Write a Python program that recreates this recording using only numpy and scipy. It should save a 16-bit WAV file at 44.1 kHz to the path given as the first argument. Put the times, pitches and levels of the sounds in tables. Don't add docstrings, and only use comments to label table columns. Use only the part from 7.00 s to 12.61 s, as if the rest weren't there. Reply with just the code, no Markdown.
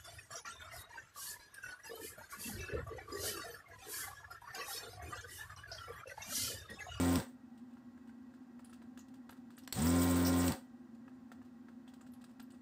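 import sys
import numpy as np
from scipy import signal
from scipy.fft import rfft, irfft
from scipy.io import wavfile
from scipy.ndimage import uniform_filter1d

SR = 44100
rng = np.random.default_rng(int(sys.argv[2]) if len(sys.argv) > 2 else 0)


def waveform_to_disk(signal):
    frames = np.transpose(np.atleast_2d(signal))
    scaled = np.clip(frames, -1, 1) * 32767
    samples = np.round(scaled).astype(np.int16)
    wavfile.write(sys.argv[1], SR, samples)


N = 247401
T = np.arange(N) / SR
HZ = np.maximum(np.fft.rfftfreq(N, 1 / SR), 1)

# frequency in Hz, relative level in dB, t60 in s.
BOARD_MODES = [(840, -22, 0.033), (994, 4, 0.0093), (1354, 7.5, 0.013), (1614, 4.5, 0.014),
               (2470, -15, 0.013)]


def undb(db):
    return 10 ** (np.asarray(db) / 20)


def unit(x):
    return x / np.sqrt(np.mean(x ** 2))


def coloured(points, peaks=()):
    point_hz, point_db = np.transpose(points)
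    gain = undb(np.interp(np.log(HZ), np.log(point_hz), point_db))
    bumps = 1 + sum(undb(db) ** 2 / (1 + (2 * (HZ - hz) / width) ** 4) for hz, width, db in peaks)
    spectrum = rfft(rng.standard_normal(N)) * gain * np.sqrt(bumps)
    return unit(irfft(spectrum, N))


def walk(rate):
    hold = int(SR / rate)
    steps = np.repeat(rng.standard_normal(N // hold + 1), hold)
    return 1.111 * uniform_filter1d(uniform_filter1d(steps, hold), hold)[:N]


def add(out, s, x):
    i = int(s * SR)
    out[i:i + len(x)] += x[:N - i]


def bandpass(x, edges, order):
    return signal.sosfilt(signal.butter(order, edges, "bandpass", fs=SR, output="sos"), x)


def puff(x, t60, rise_s):
    t = np.arange(len(x)) / SR
    return unit(x) / 2 * (1 - np.exp(-t / rise_s)) * 1000 ** (-t / t60)


def ring(modes, size):
    t = np.arange(size) / SR
    return sum(undb(db) * 1000 ** (-t / t60) * np.sin(2 * np.pi * hz * t) for hz, db, t60 in modes)


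def struck(modes, noise, t60):
    contact = puff(noise, t60, 0.0001)
    x = signal.fftconvolve(contact, ring(modes, size=len(noise)))[:len(noise)]
    return x / np.abs(x).max()


def motor_hum(turn, hz, on):
    # multiple of the shaft speed, dB above the hum level.
    orders = [(1, 0), (2, -1.5), (3, 5.5), (4, -6.5), (5, -16), (6, -14.5), (7, -16.5), (8, -23), (9, -43),
              (10, -21), (11, -23.5), (12, -12.5), (13, -30.5), (14, -20), (15, -27.5), (16, -18),
              (17, -23.5), (18, -34), (22, -21), (26, -24), (27, -27)]
    # multiple of the shaft speed, dB above the hum level.
    half_orders = [(1.5, -32), (3.5, -15), (4.5, -19), (5.5, -22.5), (6.5, -26), (7.5, -26)]
    full_hz = 87.4
    slow_db = 13
    bench_hz, bench_db = 83, 35

    strokes = list(orders) + list(half_orders)
    live = np.flatnonzero(on)
    octaves = np.log2(hz[live] / full_hz)
    hum = np.zeros(N)
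    for (k, db), chance in zip(strokes, rng.uniform(0, 2 * np.pi, len(strokes))):
        lag = np.pi * k * k / 2 if k < 4 else chance
        level_db = db + min(.15 * k, 2.5) * walk(25)[live]
        level_db += slow_db * np.clip(k - 2, 0, 2) * octaves
        level_db += bench_db * np.minimum(np.log2(k * hz[live] / bench_hz), 0)
        hum[live] += undb(level_db) * np.sin(k * turn[live] + lag)
    return hum


def valve_rattle(turn):
    # frequency in Hz, relative dB per Hz.
    rattle = [(30, -45), (60, -7), (120, -6.5), (230, 2.5), (550, -2), (1000, -5.5), (2000, -10.5),
              (2600, -22.5), (4000, -25)]
    # frequency in Hz, width in Hz, dB above the spectrum.
    housing = [(548.3, 21, 11), (748.4, 22.4, 9.5), (917, 35, 7.5), (1040, 38, 3), (1580, 360, -2),
               (1920, 100, 2.5)]
    return coloured(rattle, housing) * (1 + 0.21 * np.sin(4 * turn)) * undb(1.24 * walk(90))


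def air_hiss(turn, rattle_db, air_db, jet_db):
    # frequency in Hz, relative dB per Hz.
    air_points = [(1180, -32.5), (2300, -7.5), (3400, -4), (5210, -7), (6630, -9), (8370, 2.5),
                  (10700, -19), (14900, -1), (15700, 1)]
    air_hz, jet_hz = 6600, 9480

    spectrum = rfft(coloured(air_points) * (1 + 0.23 * np.sin(turn)))
    bands = (0, air_hz), (air_hz, jet_hz), (jet_hz, SR)
    valve, air, jet = (unit(irfft(spectrum * (HZ > lo) * (HZ <= hi), N)) for lo, hi in bands)
    hiss = undb(air_db + 3.2 * walk(120)) * air
    hiss += undb(jet_db + 2.5 * walk(99)) * jet
    hiss += undb((rattle_db + air_db) / 2 - 5.5 + 2.0 * walk(70)) * valve
    return hiss


def pump():
    # trigger pressed in s, released in s.
    bursts = [(-.3, .156), (2.7246, 3.48)]
    # base level at full speed in dB, dB per octave of run-up,
    # hold after the release in s, then fade in dB per s.
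    layers = [(-36, 11.5, 0.024, 300), (-43, 5.5, 0.045, 280), (-50.5, -0.5, 0.016, 239),
              (-47, 3, 0.0091, 207)]
    # centre in seconds, dB above the steady air.
    surges = [(.13, 0), (2.87, 4.5), (3.03, 5), (3.1, 2.5), (3.19, 2), (3.27, 4.5), (3.41, 1.5), (3.47, 2)]
    full_hz, spin_up_s = 87.4, .047
    brake_hz_per_s, run_on_s = 1000, .014
    fresh_db, fresh_s = 7, 0.16
    surge_s, jet_surge = 0.026, 2.3

    starts = np.transpose(bursts)[0]
    pressed, released = np.transpose(bursts)[:, np.searchsorted(starts, T) - 1]
    since_press, since_release = T - pressed, T - released
    on = np.clip((.2 - since_release) / .01, 0, 1)
    speed = np.maximum(1 - np.exp(-since_press / spin_up_s), .01)
    braking = brake_hz_per_s * np.maximum(since_release - run_on_s, 0)
    hz = np.maximum(full_hz * speed - braking, 10)
    turn = 2 * np.pi * np.cumsum(hz * (1 + 0.00068 * walk(31.05))) / SR

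    hum_db, rattle_db, air_db, jet_db = (
        db + rise_db * np.log2(speed) - fade_db * np.maximum(since_release - hold, 0)
        for db, rise_db, hold, fade_db in layers)
    hum_db = hum_db + fresh_db * np.exp(-since_press / fresh_s)
    surge_db = sum(db * np.exp(-((T - s) / surge_s) ** 2) for s, db in surges)

    hum = undb(hum_db) * motor_hum(turn, hz, on)
    rattle = undb(rattle_db) * valve_rattle(turn)
    hiss = air_hiss(turn, rattle_db, air_db + surge_db, jet_db + jet_surge * surge_db)
    return on * hum, on * (rattle + hiss)


def whistles(rows, octaves, rise_s):
    out, noise = np.zeros(N), rng.standard_normal((len(rows), 6000))
    for (s, db, hz, t60), x in zip(rows, noise):
        edges = hz * 2 ** (octaves * np.array([-.5, .5]))
        add(out, s, undb(db) * puff(bandpass(x, edges, 2), t60, rise_s))
    return out


def solder_slurps():
    # start in seconds, level in dB.
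    slurps = [(2.7866, -42.5), (2.8672, -35.5), (2.8988, -40), (2.985, -40.5), (3.02, -42.5),
              (3.249, -33.5), (3.2637, -32.5), (3.279, -37), (3.4016, -42.5)]
    bore_hz, t60_s = 5320, 0.097
    return whistles([(s, db, bore_hz, t60_s) for s, db in slurps], octaves=0.26, rise_s=0.0006)


def pin_squeaks():
    # start in seconds, level in dB, pitch in Hz.
    squeaks = [(1.646, -50.5, 9750), (1.695, -57.5, 9300), (1.99, -51.5, 6800), (1.99, -62, 12900),
               (2.006, -55, 6360), (2.308, -53, 11700), (2.568, -55.5, 8500), (2.583, -55, 11600),
               (2.635, -59, 5330), (4.878, -57.5, 3370), (5.011, -56, 7440), (5.12, -62, 12300),
               (5.136, -56.5, 10900), (5.24, -56.5, 8660), (5.425, -56, 12900), (5.519, -57, 8400)]
    t60_s = 0.058
    return whistles([(s, db, hz, t60_s) for s, db, hz in squeaks], octaves=0.23, rise_s=0.00059)


def trigger():
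    # start in seconds, snap level in dB, thud level in dB, t60 of the contact noise in s.
    clicks = [(0.1567, -22.5, -47, 0.01), (0.2, -36.5, -43, 0.017), (2.6758, -35.5, -41, 0.014),
              (2.7251, -23.5, -58, 0.025), (3.4801, -22.5, -49, 0.014), (3.5206, -27.5, -42, 0.021)]
    # frequency in Hz, relative level in dB, t60 in s.
    switch_modes = [(4000, -17, 0.0025), (4600, -1.5, 0.0027), (5640, 0.5, 0.003), (7950, 4.5, 0.0036),
                    (13900, -2, 0.0023)]
    out, noise = np.zeros(N), rng.standard_normal((len(clicks), 2, 6000))
    for (s, db, thud_db, t60), (snap, dull) in zip(clicks, noise):
        bright = puff(np.diff(snap, prepend=0), t60, 0.00019)
        add(out, s, undb(db) * (struck(switch_modes, snap, t60) + bright))
        add(out, s, undb(thud_db) * struck(BOARD_MODES, dull, t60))
    return out


def tip():
    # start in seconds, scratch level in dB, thud level in dB.
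    placed = [(0.77, -64, -51.5), (0.9752, -67.5, -57), (1.0735, -65, -60), (1.0918, -68, -53),
              (1.3384, -63.5, -54.5), (1.5921, -59, -51.5), (1.6432, -59, -58), (1.695, -61, -58),
              (1.7278, -51.5, -52.5), (1.8175, -63, -53), (1.974, -55, -48), (1.9894, -58.5, -55),
              (2.0822, -62, -68), (2.139, -56, -56), (2.2928, -49, -44), (2.3237, -67, -49.5),
              (2.366, -61, -62), (2.5042, -55.5, -52.5), (2.578, -48.5, -48), (2.635, -58.5, -69),
              (4.079, -67.5, -49), (4.317, -58, -43.5), (4.4165, -67, -54.5), (4.447, -64.5, -72),
              (4.6845, -65, -51), (4.8767, -55.5, -53), (4.9354, -58.5, -55.5), (5.0091, -62, -54),
              (5.065, -61, -57), (5.134, -59.5, -63), (5.2114, -58.5, -62), (5.24, -57, -53.5),
              (5.3968, -53, -49), (5.4174, -70, -70), (5.5034, -60, -66), (5.5374, -63, -60)]
    # frequency in Hz, relative dB per Hz.
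    scratch = [(1500, -40), (2700, -4), (4000, -6.5), (5000, -6.5), (5800, -13.5), (8200, -6.5),
               (10700, -19), (13000, -17), (15000, -13)]
    grazes, graze_db, spread_db, graze_thud_db = 12, -69.5, 3, -65
    scratch_t60_s, thud_t60_s = 0.095, 0.034

    touches = list(placed)
    for when, u in rng.random((grazes, 2)):
        touches.append((when * N / SR, graze_db + spread_db * (2 * u - 1), graze_thud_db))
    grit = coloured(scratch) * undb(4 * walk(250))
    out, noise = np.zeros(N), rng.standard_normal((len(touches), 6000))
    for (s, db, thud_db), dull in zip(touches, noise):
        piece = np.roll(grit, -int(s * SR))[:6000]
        add(out, s, undb(db) * puff(piece, scratch_t60_s, 0.0018))
        add(out, s, undb(thud_db) * struck(BOARD_MODES, dull, thud_t60_s))
    return out


def room(x):
    t60_s, wet_db = 0.23, -11
    t = np.arange(int(.5 * SR)) / SR
    tail = rng.standard_normal(len(t)) * 1000 ** (-t / t60_s) * np.clip(t / 0.0019, 0, 1)
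    tail = bandpass(tail, [300, 12000], 1)
    return x + undb(wet_db) * signal.fftconvolve(x, tail / np.linalg.norm(tail))[:N]


def room_tone():
    # frequency in Hz, relative dB per Hz.
    noise_points = [(25, -57), (84, -20), (150, -22.5), (200, -23), (300, -18.5), (420, -33), (930, -33),
                    (1900, -40), (2250, -47.5), (5000, -50.5), (8300, -56), (9000, -58.5), (12500, -61),
                    (15200, -56)]
    # frequency in Hz, width in Hz, dB above the spectrum.
    noise_peaks = [(240, 36.8, 15.5), (347, 29, 5), (542, 23, 8), (781, 66, 7), (1080, 14, 9.5),
                   (1383, 31, 5), (1593, 44, 7), (1919, 35, 10.5), (2586, 51, 7), (7070, 50, 10),
                   (8200, 28, 12.5)]
    # centre frequency in Hz, centre level in dB rms.
    tones = [(235, -59.5), (255, -59.5)]
    out = undb(-58.5) * coloured(noise_points, noise_peaks)
    for hz, db in tones:
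        phase = 2 * np.pi * np.cumsum(hz + 5.044 * walk(9.9)) / SR
        out += undb(db + 0.66 * walk(7.4)) * np.sqrt(2) * np.sin(phase)
    return out


def scene():
    hum, pump_noise = pump()
    near = pump_noise + solder_slurps() + pin_squeaks() + trigger() + tip()
    return (hum + room(near) + room_tone())[None]


def record(dry):
    return signal.sosfilt(signal.ellip(10, .2, 75, 15500, fs=SR, output="sos"), dry)


dry = scene()
out = record(dry)
waveform_to_disk(out)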